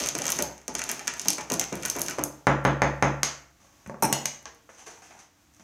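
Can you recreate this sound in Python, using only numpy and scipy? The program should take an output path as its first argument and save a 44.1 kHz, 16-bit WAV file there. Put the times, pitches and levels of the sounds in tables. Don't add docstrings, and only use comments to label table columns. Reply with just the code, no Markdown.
import sys
import numpy as np
from scipy import signal
from scipy.fft import rfft, irfft
from scipy.io import wavfile
from scipy.ndimage import uniform_filter1d

SR = 44100
rng = np.random.default_rng(int(sys.argv[2]) if len(sys.argv) > 2 else 0)


def materialize(psi):
    bounded = np.clip(np.atleast_2d(psi).T, -1, 1)
    quanta = np.round(bounded * 32767).astype(np.int16)
    wavfile.write(sys.argv[1], SR, quanta)


def invert_db(x):
    u = np.asarray(x, float) / 20
    return 10 ** u


N = 248590
BODY_HZ, SNAP_HZ, AIR_HZ = (1200, 2800), (2800, 9000), (9000, 17000)


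def band(x, lo_hz, hi_hz):
    sos = signal.butter(2, [lo_hz, min(hi_hz, .45 * SR)], "band", fs=SR, output="sos")
    return signal.sosfilt(sos, x)


def colour(x, points):
    hz, db = np.transpose(points)
    grid_hz = np.arange(1, 2050) * SR / 4096
    cepstrum = irfft(np.interp(np.log(grid_hz), np.log(hz), db) * np.log(10) / 20)
    cepstrum[1:2048] *= 2
    cepstrum[2049:] = 0
    return signal.fftconvolve(x, irfft(np.exp(rfft(cepstrum))))[:len(x)]


def die_away(t, t60):
    return np.exp(-np.log(1000) * t / t60)


def bursts(s, db, ms, rough):
    out, t = np.zeros(N + 4096), np.arange(2048) / SR
    noises = rng.standard_normal((len(s), 2048))
    for at, gain, length, noise in zip(s, invert_db(np.array(db)), np.broadcast_to(ms, len(s)), noises):
        trail = noise * np.exp(-1000 * t / max(length, .05))
        shape = rough * trail / np.sqrt(np.sum(trail ** 2))
        shape[0] -= 1
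        start = int(at * SR)
        out[start:start + 2048] += gain * shape / np.sqrt(1 + rough ** 2)
    return out[:N]


def edges(s, db, ms):
    smear, reflection = .6, .22
    out, click = np.zeros(N + 1024), np.eye(1, 1024)[0]
    for at, gain, shares in zip(s, invert_db(np.array(db)), rng.random((len(s), 3))):
        lags = 2 + (shares * ms * SR / 2000).astype(int)
        shape = click - reflection * np.roll(click, lags[2])
        for lag in lags[:2]:
            loop = np.r_[1, np.zeros(lag - 1), -smear]
            shape = signal.lfilter(loop[::-1], loop, shape)
        start = int(at * SR)
        out[start:start + 1024] += gain * shape
    return out[:N]


def contact(strength_db, sharpness):
    fall_db = 13
    return [strength_db - fall_db * (step - sharpness) ** 2 for step in range(3)]


def hits(blows, top_hz, ms, rough, thud_db, body_db, snap_db, air_db):
    s, snap, thud, body, air = np.transpose(blows)[:5]
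    force = bursts(s, thud + thud_db, ms, rough)
    low = band(force, 120, top_hz) - band(bursts(s, body + body_db, 3.1 * ms, rough), *BODY_HZ)
    edge = band(edges(s, snap + snap_db, 0.91), *SNAP_HZ) - band(edges(s, air + air_db, 1.2), *AIR_HZ)
    return force, low + edge


def strokes(rows, column):
    attack_s, fade_db_per_s = 0.0025, 285.5
    t, gain = np.arange(N) / SR, 0
    for row in rows:
        start, length = row[:2]
        fade_db = fade_db_per_s * np.maximum(t - start - length, 0)
        gain = gain + np.clip((t - start) / attack_s, 0, 1) * invert_db(row[column] - fade_db)
    return gain


def grains(gain, per_s, spread_db):
    size = rng.standard_normal(N) * invert_db(spread_db * rng.exponential(size=N))
    size = size * (rng.random(N) < per_s / SR)
    return size / np.std(size) * gain


def notes(rows):
    attack_ms = 1.0
    out, t = np.zeros(N + SR // 2), np.arange(SR // 2) / SR
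    for s, db, hz, ms in rows:
        swell = die_away(1000 * t, ms) * (1 - np.exp(-1000 * t / attack_ms))
        start = int(s * SR)
        out[start:start + len(t)] += invert_db(db) * swell * np.sin(2 * np.pi * hz * t)
    return out[:N]


def ring(x, modes, shorten):
    t = np.arange(SR) / SR
    body = sum(invert_db(db) * np.sin(2 * np.pi * hz * t) * die_away(t, t60 * shorten) for hz, db, t60 in modes)
    return signal.fftconvolve(x, body)[:N]


def wood(x, t60, top_hz):
    t = np.arange(SR // 2) / SR
    body = band(rng.standard_normal(len(t)), 140, top_hz) * die_away(t, t60)
    return signal.fftconvolve(x, body / np.sqrt(np.sum(body ** 2)))[:N]


# [f/Hz, level/dB, t60/s]
FRAME = [(65, -4, .8), (139, -1, .6)]
# [level/dB, t60/s]
LOW_BOARDS_HZ = [194, 240, 296, 333, 511, 571, 638, 700, 806, 867, 910, 1007, 1115, 1190]
LOW_BOARDS = [(-3.5, .3), (-10.5, 0.49), (-3, 0.39), (-6.5, 0.41), (-5.5, 0.4), (-5, 0.49), (-21.5, 0.79),
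              (-21, 1), (-2.5, 0.13), (-10.5, 0.7), (-26.5, 0.4), (-5.5, 0.41), (-11, .4), (-16, 0.33)]
# [level/dB, t60/s]
HIGH_BOARDS_HZ = [1265, 1375, 1416, 1470, 1700, 1770, 1810, 2050, 2175, 2240, 2290, 2350]
HIGH_BOARDS = [(-24, 0.37), (-12.5, 0.76), (-38, 0.65), (-27, 0.44), (-25, 0.32), (-19, 0.24),
               (-14.5, 0.59), (-12, 0.27), (-20, 0.32), (-12, 0.28), (-19.5, 0.44), (-22, 0.27)]


def table(force, frame_db, boards_db, shorten):
    pitches = zip(LOW_BOARDS_HZ + HIGH_BOARDS_HZ, LOW_BOARDS + HIGH_BOARDS)
    boards = [(hz, db + boards_db, t60) for hz, (db, t60) in pitches]
    gaps_hz = rng.uniform(12, 28, size=len(boards)) * (-1) ** np.arange(len(boards))
    twins = [(hz + gap, db - 5, t60) for (hz, db, t60), gap in zip(boards, gaps_hz)]
    frame = [(hz, db + more, t60) for (hz, db, t60), more in zip(FRAME, frame_db)]
    return ring(force, boards + twins + frame, shorten)


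# [f/Hz, level/dB per Hz]
HUM = [(26, -47), (45, -10.5), (81, -1), (267, -10.5), (309, -1.5), (406, -19), (633, -16), (681, -15),
       (734, -15), (1430, -16.5), (4450, -23), (6300, -17.5), (9580, -29.5), (15300, -28), (16500, -46)]


def room_tone():
    noise = colour(rng.standard_normal(N), HUM)
    steps = np.repeat(rng.standard_normal(N // 4000 + 1), 4000)[:N]
    drift_db = 1.5 * uniform_filter1d(steps, size=6000)
    return noise / np.std(noise) * invert_db(-53 - 6.5 + drift_db)


# [lowest f/Hz, t60/s, level/dB]
KITCHEN = [(159, 0.38, 1), (267, 0.45, 1), (620, 0.44, 2), (1047, 0.5, -4), (2620, 0.36, -0.5),
           (4970, 0.37, -2.5), (7800, 0.19, -7), (12200, 0.38, -10.5)]
# [delay/ms, level/dB]
ECHOES = [
    (2.0, -9),
    (19.0, -27),
    (26.0, -26),
]


def kitchen(build_ms, wet_db):
    t = np.arange(int(.8 * SR)) / SR
    tail, tops = 0, [row[0] for row in KITCHEN[1:]] + [18000]
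    for (lo, t60, db), hi in zip(KITCHEN, tops):
        fall = die_away(t, t60) * (1 - np.exp(-1000 * t / build_ms))
        noise = band(rng.standard_normal(len(t)), lo, hi)
        tail = tail + invert_db(db + wet_db) * noise * fall / np.sqrt(np.sum(fall ** 2))
    tail[0] += 1
    for ms, db in ECHOES:
        start = int(ms * SR / 1000)
        tail[start:start + 24] += invert_db(db) * rng.standard_normal(24) / 5
    return tail


# [t/s, snap level/dB, thud level/dB, body level/dB, air level/dB]
TRAY = [
    (4.4555, -14, -24.5, -16.5, -50),
    (4.6915, -45, -25.5, -25.5, -54),
    (5.0207, -34, -32, -27.5, -51),
    (5.1092, -41.5, -46, -23, -59),
    (5.5373, -45, -56, -45, -37),
    (5.5466, -39, -64, -48, -34),
    (5.566, -42, -45, -47, -35),
    (5.5969, -30, -34.5, -43, -54),
    (5.606, -43, -38, -51, -61),
]
# [f/Hz, level/dB, t60/s]
TRAY_MODES = [(335, -17, 0.043), (493, -19.5, 0.24), (700, -5, 0.086), (878, 4, 0.035), (1370, 0.5, 0.045)]
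# [t/s, level/dB, f/Hz,
# t60/ms]
TRAY_NOTES = [(4.457, -49, 67, 300), (4.455, -39, 1104, 29.8), (4.47, -54, 459, 200), (4.69, -45, 638, 40),
              (4.776, -53.5, 920, 30), (4.82, -54, 815, 30), (4.87, -39.5, 448, 40), (4.872, -50, 1130, 30),
              (4.895, -51, 890, 40), (4.974, -46, 904, 30), (5.019, -52, 700, 30),
              (5.106, -46.5, 660, 50.5), (5.15, -59.5, 830, 91.6), (5.597, -56, 189, 60)]
# [t/s, length/s, rasp level/dB, drag level/dB]
REACH = [
    (3.6, 0.076, -62.5, -53),
    (3.72, 0.17, -66.5, -58.5),
    (3.86, 0.0074, -64, -49.5),
    (3.895, 0.05, -86.5, -51),
]
# [t/s, length/s, rasp level/dB, drag level/dB]
SHIFT = [
    (4.471, 0.02, -62, -47),
    (4.69, 0.14, -58.5, -65),
    (4.779, 0.011, -49.5, -44),
    (4.862, 0.0046, -42, -33.5),
    (4.9, 0.088, -58.5, -61),
    (5.02, 0.06, -55, -47),
    (5.1, 0.086, -60.5, -45.5),
    (5.188, 0.016, -51.5, -63),
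    (5.531, .05, -76, -76),
    (5.595, 0.0092, -58.5, -49),
]


def tray():
    force, crack = hits(TRAY, 1200, 7.8, 4.3, 9.2, 8.2, 5.6, 14.0)
    force = force + invert_db(-4.5) * grains(strokes(SHIFT, column=3), 3700, 1.6)
    rub = invert_db(1.5) * band(grains(strokes(REACH + SHIFT, column=2), 9600, 1.2), 710, 8700)
    knocks = band(crack + invert_db(-35.0) * ring(force, TRAY_MODES, 0.38), 170, 6100)
    return knocks + rub + notes(TRAY_NOTES)


# [t/s, strength level/dB, sharpness, thud level/dB, ring over snap level/dB]
DROPS = [(3.647, -31, -6, -36, -26), (3.862, -31.5, 0.5, -30, -24), (3.897, -37, 1, -10.5, -19),
         (3.9438, -44, 1, -19, -26), (4.0252, 2, 6.5, 0, -40), (4.029, -0.5, -1.27, -4.5, -40),
         (4.0332, -16.5, -1, -20.5, -46.5), (4.043, -15.5, 0.5, -8.5, -42), (4.051, -2, 5, -20, -36),
         (4.054, -24.5, 0, -18.5, -41), (4.0559, -7, 5.5, -9.5, -42), (4.127, 4.5, 1.65, -3, -14.5),
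         (4.149, -29, 4, -14, -16), (4.2558, -1, 1.29, -14, -35), (4.424, -30, -6.5, -37, -32.5)]
# [t/s, level/dB, length/ms]
CHATTER = [
    (4.0237, -17, 3.6),
    (4.028, -18, 3),
    (4.0337, -17, 2.6),
    (4.035, -34, 2.7),
    (4.042, -30, 3),
    (4.0455, -32, 4),
    (4.0498, -22.5, 2.9),
    (4.053, -30, 3.3),
    (4.0575, -45, 2.7),
]
# [f/Hz, level/dB, t60/s]
HANDLE = [(4180, -14, .02), (5610, -13, .012), (6060, -12, .015), (8370, -5, .008), (9320, -5, .008),
          (9860, -6, .008), (10900, -5, .006), (12000, -6, .006)]
SPOON = [(2030, -6, .018), (2880, -3, .018), (4230, -5, .045), (5450, -3, .015), (6560, -8, .025),
         (7770, -8, .03), (9200, -12, .025), (10900, -7, .015)]
COUNTER = [(76.6, -9.5, 0.72), (142.4, -12, 0.78), (182, -3, 0.078), (241.8, -13, 0.67), (340, -6, 0.042),
           (408, -8.5, 0.048), (578, 1.5, 0.054), (780, -2.5, 0.048), (860, -0.5, 0.044), (1128, 0.5, 0.08)]
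# [t/s, level/dB, f/Hz, t60/ms]
FALL_NOTES = [(3.875, -40.5, 195, 90), (3.862, -37, 70.6, 180), (4.025, -4, 860, 13.2),
              (4.0252, -14, 1330, 9.8), (4.127, -12, 2880, 18.4), (4.127, -15, 5170, 18),
              (4.256, -20.5, 4960, 21), (4.256, -27, 8500, 19), (4.0255, -27.5, 229, 72),
              (4.029, -19, 413, 35), (4.042, -21.5, 311, 60), (4.044, -23.5, 139.6, 41),
              (4.058, -36.5, 341, 44), (4.148, -24, 2960, 15),
              (4.034, -15, 11600, 13), (4.036, -22.5, 9330, 20), (4.045, -25, 5460, 34),
               (4.0445, -35.5, 5750, 33), (4.049, -19.5, 8250, 23), (4.05, -13.5, 9400, 22),
               (4.128, -22.5, 6760, 25), (4.127, -9.5, 10770, 17), (4.256, -19.5, 2100, 12),
               (4.258, -20, 2910, 12)]


def dropped_spoon():
    s, strength, sharpness, thud, ringing = np.transpose(DROPS)
    body, snap, air = contact(strength, sharpness)
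    force, crack = hits(np.transpose([s, snap, thud, body, air]), 1104, 2.0, 1.0, 4.8, 22.3, 6.9, 8.1)
    force = force + invert_db(-9.5) * grains(strokes(REACH, column=3), 760, 1.5)
    skips = bursts(*np.transpose(CHATTER), 6.3)
    rattle = ring(skips, HANDLE, 1) + invert_db(26.5) * band(band(skips, 7600, 15500), 7100, 15000)
    counter = invert_db(-32.0) * ring(force, COUNTER, 0.46)
    metal = ring(bursts(s, snap + ringing, 0.2, 0.26), SPOON, .65)
    return crack + rattle + notes(FALL_NOTES) + counter + metal


# [t/s, strength level/dB, sharpness]
TICKS = [(0.038, -6, 0.88), (0.061, -8, 1.4), (.0748, -13, 1.9), (.093, -11, .9), (.147, -24, 2.1),
         (0.187, -10.5, 1.6), (.325, -5.5, .8), (.378, -21, 1.3), (.3855, -24, 1.8), (.3935, -17, 2),
         (0.3968, -15, 1.3), (.4017, -22, 1.8), (0.4032, -13, .8), (0.413, -25, 2.2), (.7415, -28, 1.8),
         (0.789, -19, 1.4), (1.182, -31, 1.9), (1.2584, -15, 0.9), (1.2724, -29, 2.2), (1.275, -17, 0.77),
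         (1.4086, -16, .9), (1.5312, -12, 2.3), (1.538, -7, 2), (1.64, -10, 1.1), (1.9872, -17, 2.4),
         (2.008, -15, 2.1), (3.8752, -33, 2), (4.001, -42, 2.4), (4.136, -5, 0.89), (4.4277, -37, 2),
         (4.548, -37.5, 2)]


def ticks():
    s, strength, sharpness = np.transpose(TICKS)
    snap, air = contact(strength, sharpness)[1:]
    return band(edges(s, snap + 6, .8), 2200, 7000) - band(edges(s, air + 10, 0.44), 7500, 16000)


# [t/s, snap level/dB, thud level/dB, body level/dB, air level/dB]
KNOCKS = [
    (1.257, -56, -15, -52, -70),
    (2.186, -60, -3, -49, -72),
    (2.4697, -7.5, 12, -29, -47),
    (2.6428, -42, -44, -27, -23),
    (2.651, -12.5, 12, -18, -12.5),
    (2.8194, -8, 11.5, 0, -54),
    (3.0253, -5, 9.5, -4, -46.5),
]
# [t/s, snap level/dB, thud level/dB, body level/dB, air level/dB]
LAST_TAP = [
    (3.2321, 2, -7.5, -0.5, -2),
]
# [t/s, level/dB, f/Hz, t60/ms]
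RIM_NOTES = [
    (3.232, -16, 2160, 6.7),
    (3.232, -31, 1540, 9.7),
    (3.232, -28, 10700, 6),
]
# [f/Hz, level/dB]
RIM = [(2400, -0.5), (3300, -0.5), (5000, 6.5), (6300, 0.5), (8800, -4), (10500, -3)]


def knocking():
    force, crack = hits(KNOCKS, 1940, 0.88, .33, 6.38, 0, 3.6, 6.3)
    tap = hits(LAST_TAP, 1000, 9.0, .2, 11.7, 12.7, 7.0, 9.9)[1]
    airborne = invert_db(-2.0) * crack + colour(tap, RIM) + notes(RIM_NOTES)
    clutter = invert_db(-25.5) * band(wood(force, 0.29, 7400), 4100, 4700)
    panels = invert_db(-25) * band(band(wood(force, 0.39, 2400), 1650, 2400), 1600, 2600)
    boards = table(force, (-41, -41.5), -45.0, 1.0)
    rattle = invert_db(-9.5) * band(band(wood(force, 0.37, 2200), 92, 2500), 88, 3000)
    return airborne, clutter + boards + panels + rattle


# [t/s, strength level/dB, sharpness (0 dull fold, 1
PLEATS = [(.0034, -15, 1.7), (0.036, -29, 1.5), (0.06, -8, 0.35), (0.07, -8, 0.95), (0.0878, -3, 1.04),
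          (0.152, -4.5, 0.64), (0.181, -12.5, 1.9), (.188, -7.5, 0.46), (0.2192, -5.5, 0.94),
          (0.2418, -10, 0.35), (0.255, -6.5, 0.57), (0.2667, -5, 1.45), (.28, -3.5, 0.61),
          (0.291, -4, 0.66), (0.303, -2.5, 1.7), (0.3203, -0.5, 1.62), (0.3679, -12.5, 0.76),
          (.361, -16, 2.5), (0.3887, -2, 0.47), (0.401, -19, 0.42), (.4143, -14, 5.1),
          (0.4238, 0.5, 1.59), (0.579, -25.5, 0.65), (0.6156, -28.5, 0.52),
          (0.68, -8.5, 0.96), (0.7516, -3, 0.82), (0.7835, -14.5, 0.85), (0.7928, -4.5, 0.58),
                (0.8175, -6, 0.47), (0.839, -9.5, 1.25), (0.891, -5, 0.73), (0.8973, -4.5, 0.54),
                (0.9151, -1, 2.5), (0.9938, -12, 0.48), (1.0724, -5, 0.59), (1.0783, -0.5, 0.7),
                (1.138, -10.5, 0.52), (1.1697, -27.5, 1.7), (1.1956, -6, 0.99), (1.216, -14.5, 1.5),
                (1.25, -17.5, 0.75), (1.259, -26, 2), (1.2751, -29, 1.3), (1.2837, 7, 1.13),
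                (1.304, 0, 1.57), (1.3319, -6.5, 1.26), (1.383, -8.5, 0.38), (1.412, -17, 0.5),
          (1.5008, -5.5, 0.67), (1.5195, -3, 0.86), (1.532, -40, 1.3), (1.5403, -7.5, 1.2),
               (1.596, 3, 1.39), (1.6133, -4.5, 0.55), (1.7265, -10, 0.43), (1.755, -15.5, 1.64),
               (1.7767, -36, 0.93), (1.8246, -17, 0.93), (1.833, -10, 0.52), (1.8518, -3, 0.64),
               (1.859, -0.5, 2.58), (1.8826, -14, 1.5), (1.8998, 0, 1.49), (1.953, -12, 0.2),
               (1.9644, -11.5, 1.5), (1.986, -14, 0.23), (1.994, -9.5, 1.75), (2.0172, -0.5, 1.93),
               (2.063, -13, 1), (2.0839, -5, 0.62), (2.1095, -9, 0.51), (2.098, -13.5, 1.7),
               (2.1853, -19, 0.74), (2.192, -13, 0.41), (2.214, -29, 1.1), (2.238, -1.5, 2.03)]
# [t/s, effort level/dB]
STIR = [(0, -25.5), (0.128, -47), (.3, -34.5), (.44, -43), (.5, -70), (.7, -69), (.9, -37.5), (1.1, -52),
        (1.28, -39.5), (1.46, -55), (1.61, -61), (1.741, -47.5), (2.1, -40), (2.26, -63.5), (2.45, -72)]
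# [t/s, thud level/dB, push length/ms]
THUDS = [(0.009, -32, 16), (0.151, -28, 5.5), (0.259, -32, 15), (0.389, -27.5, 8.5), (0.42, -32, 6),
         (0.683, -32, 24), (0.748, -32.5, 57), (0.89, -42, 8.7), (1.079, -36.5, 38), (1.258, -33, 10),
         (1.383, -30, 3.7), (1.499, -33.5, 11), (1.514, -25, 11), (1.535, -31, 9.7), (1.608, -40, 24),
         (1.724, -25.5, 1), (1.848, -33, 42), (1.96, -27, 24), (1.998, -34.5, 2.8), (2.091, -35, 2.6),
         (2.184, -25, 2.3)]
# [t/s, level/dB, f/Hz, t60/ms]
CUP_NOTES = [(.152, -35, 304, 100), (.152, -35, 493, 34), (.185, -34, 252, 82), (.2, -29, 567, 41),
             (.215, -31.5, 815, 38), (.285, -32, 1050, 34), (.391, -31, 826, 37), (.391, -35, 510, 82),
             (.405, -33, 585, 166), (.44, -29.5, 850, 31), (.682, -43.5, 517, 120), (.747, -32.5, 894, 34),
             (.81, -38, 694, 66), (.889, -37, 899, 34), (1.075, -41, 960, 99), (1.256, -33.5, 186, 91),
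             (1.28, -41, 303, 410), (1.38, -45, 302, 93), (1.498, -43.5, 361, 38), (1.513, -32, 521, 69),
             (1.518, -29.5, 164, 65), (1.515, -52, 1010, 30), (1.55, -38.5, 307, 170),
             (1.609, -30, 775, 28), (1.725, -35.5, 520, 85), (1.727, -30, 191, 50), (1.76, -45, 340, 36),
             (1.847, -36, 206, 42), (1.961, -53, 360, 56), (1.996, -36.5, 600, 60), (2.09, -35.5, 294, 66),
             (2.186, -30, 301.6, 170)]
# [t/s, level/dB, f/Hz, t60/ms]
WALL_NOTES = [(.70, -34.5, 874, 43), (.79, -34.5, 1430, 61), (.817, -37, 2320, 32), (.892, -45, 1700, 30),
              (.91, -33, 1650, 44), (1.01, -37.5, 820, 72), (1.078, -28.5, 1700, 66),
              (1.085, -38, 1364, 140), (1.30, -37, 824, 59), (1.383, -34, 850, 50), (1.41, -39, 856, 35),
              (1.501, -26, 2870, 26), (1.596, -28, 2110, 46), (1.613, -31, 2040, 33),
              (1.856, -30, 1480, 61), (2.09, -29.5, 1490, 45), (2.11, -37, 1880, 40),
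              (1.285, -28, 2900, 22), (.29, -41, 1420, 44)]


def stirring():
    s, strength, sharpness = np.transpose(PLEATS)
    body, snap, air = contact(strength, sharpness)
    paper = band(band(edges(s, snap + 6, 0.93), *SNAP_HZ), 2760, 11600)
    paper -= band(bursts(s, body + 11, 27.0, 1.5), *BODY_HZ)
    paper -= band(edges(s, air + 10, 0.2), *AIR_HZ)
    flutter = band(bursts(s, np.maximum(snap, air) + 0.49, 0.49, 3.5), 3500, 22000)

    effort = invert_db(np.interp(np.arange(N) / SR, *np.transpose(STIR), right=-120))
    scrape = grains(effort, 2800, 0.89)
    rasp = invert_db(-1) * band(scrape, 1700, 7700) + invert_db(-7.0) * band(scrape, 3000, 5000)

    s, thud, ms = np.transpose(THUDS)
    force = bursts(s, thud + 29, ms, .55) + invert_db(-2.5) * grains(effort, 600, 2.2)
    rasp += invert_db(-5) * band(grains(effort, 700, 2.5), 7500, 15500)
    push = band(band(force, 120, 920), 73, 1000)
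    airborne = paper + rasp + notes(CUP_NOTES + WALL_NOTES) + push
    return airborne, flutter + table(force, (-42, -50), -52.5, 1.0) + invert_db(-7.5) * wood(force, 0.52, 990)


# [f/Hz, level/dB]
MIC = [(25, -39), (45, -37), (62, -6.5), (150, 7), (2500, 3.5), (3800, -4), (4800, -2), (5600, 3.5),
       (6300, 11.5), (7300, 0), (11000, -2.5), (15000, -9.5), (16200, -20.5), (17300, -48.5)]


def scene():
    paper, pushed = stirring()
    crack, struck = knocking()
    # sound, ms for the tail to build up, tail level in dB
    spots = [(paper, 2.5, -1.5), (crack, 2.5, .3), (dropped_spoon(), 2.2, -.3), (tray(), 2.5, .3)]
    air = sum(signal.fftconvolve(sound, kitchen(ms, wet_db))[:N] for sound, ms, wet_db in spots)
    air = air + signal.fftconvolve(ticks(), kitchen(2.5, -2.5))[:N]
    return (colour(air + pushed + struck, MIC) + room_tone())[None]


def top_cut(x):
    return signal.sosfilt(signal.butter(12, 17330, fs=SR, output="sos"), x)


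def record(dry):
    limited = np.tanh(0.96 * dry) / 1.3
    sos = signal.cheby2(6, 30, (30, 17700), "band", fs=SR, output="sos")
    mix = signal.sosfilt(sos, limited)
    return top_cut(mix)


dry = scene()
out = record(dry)
materialize(out)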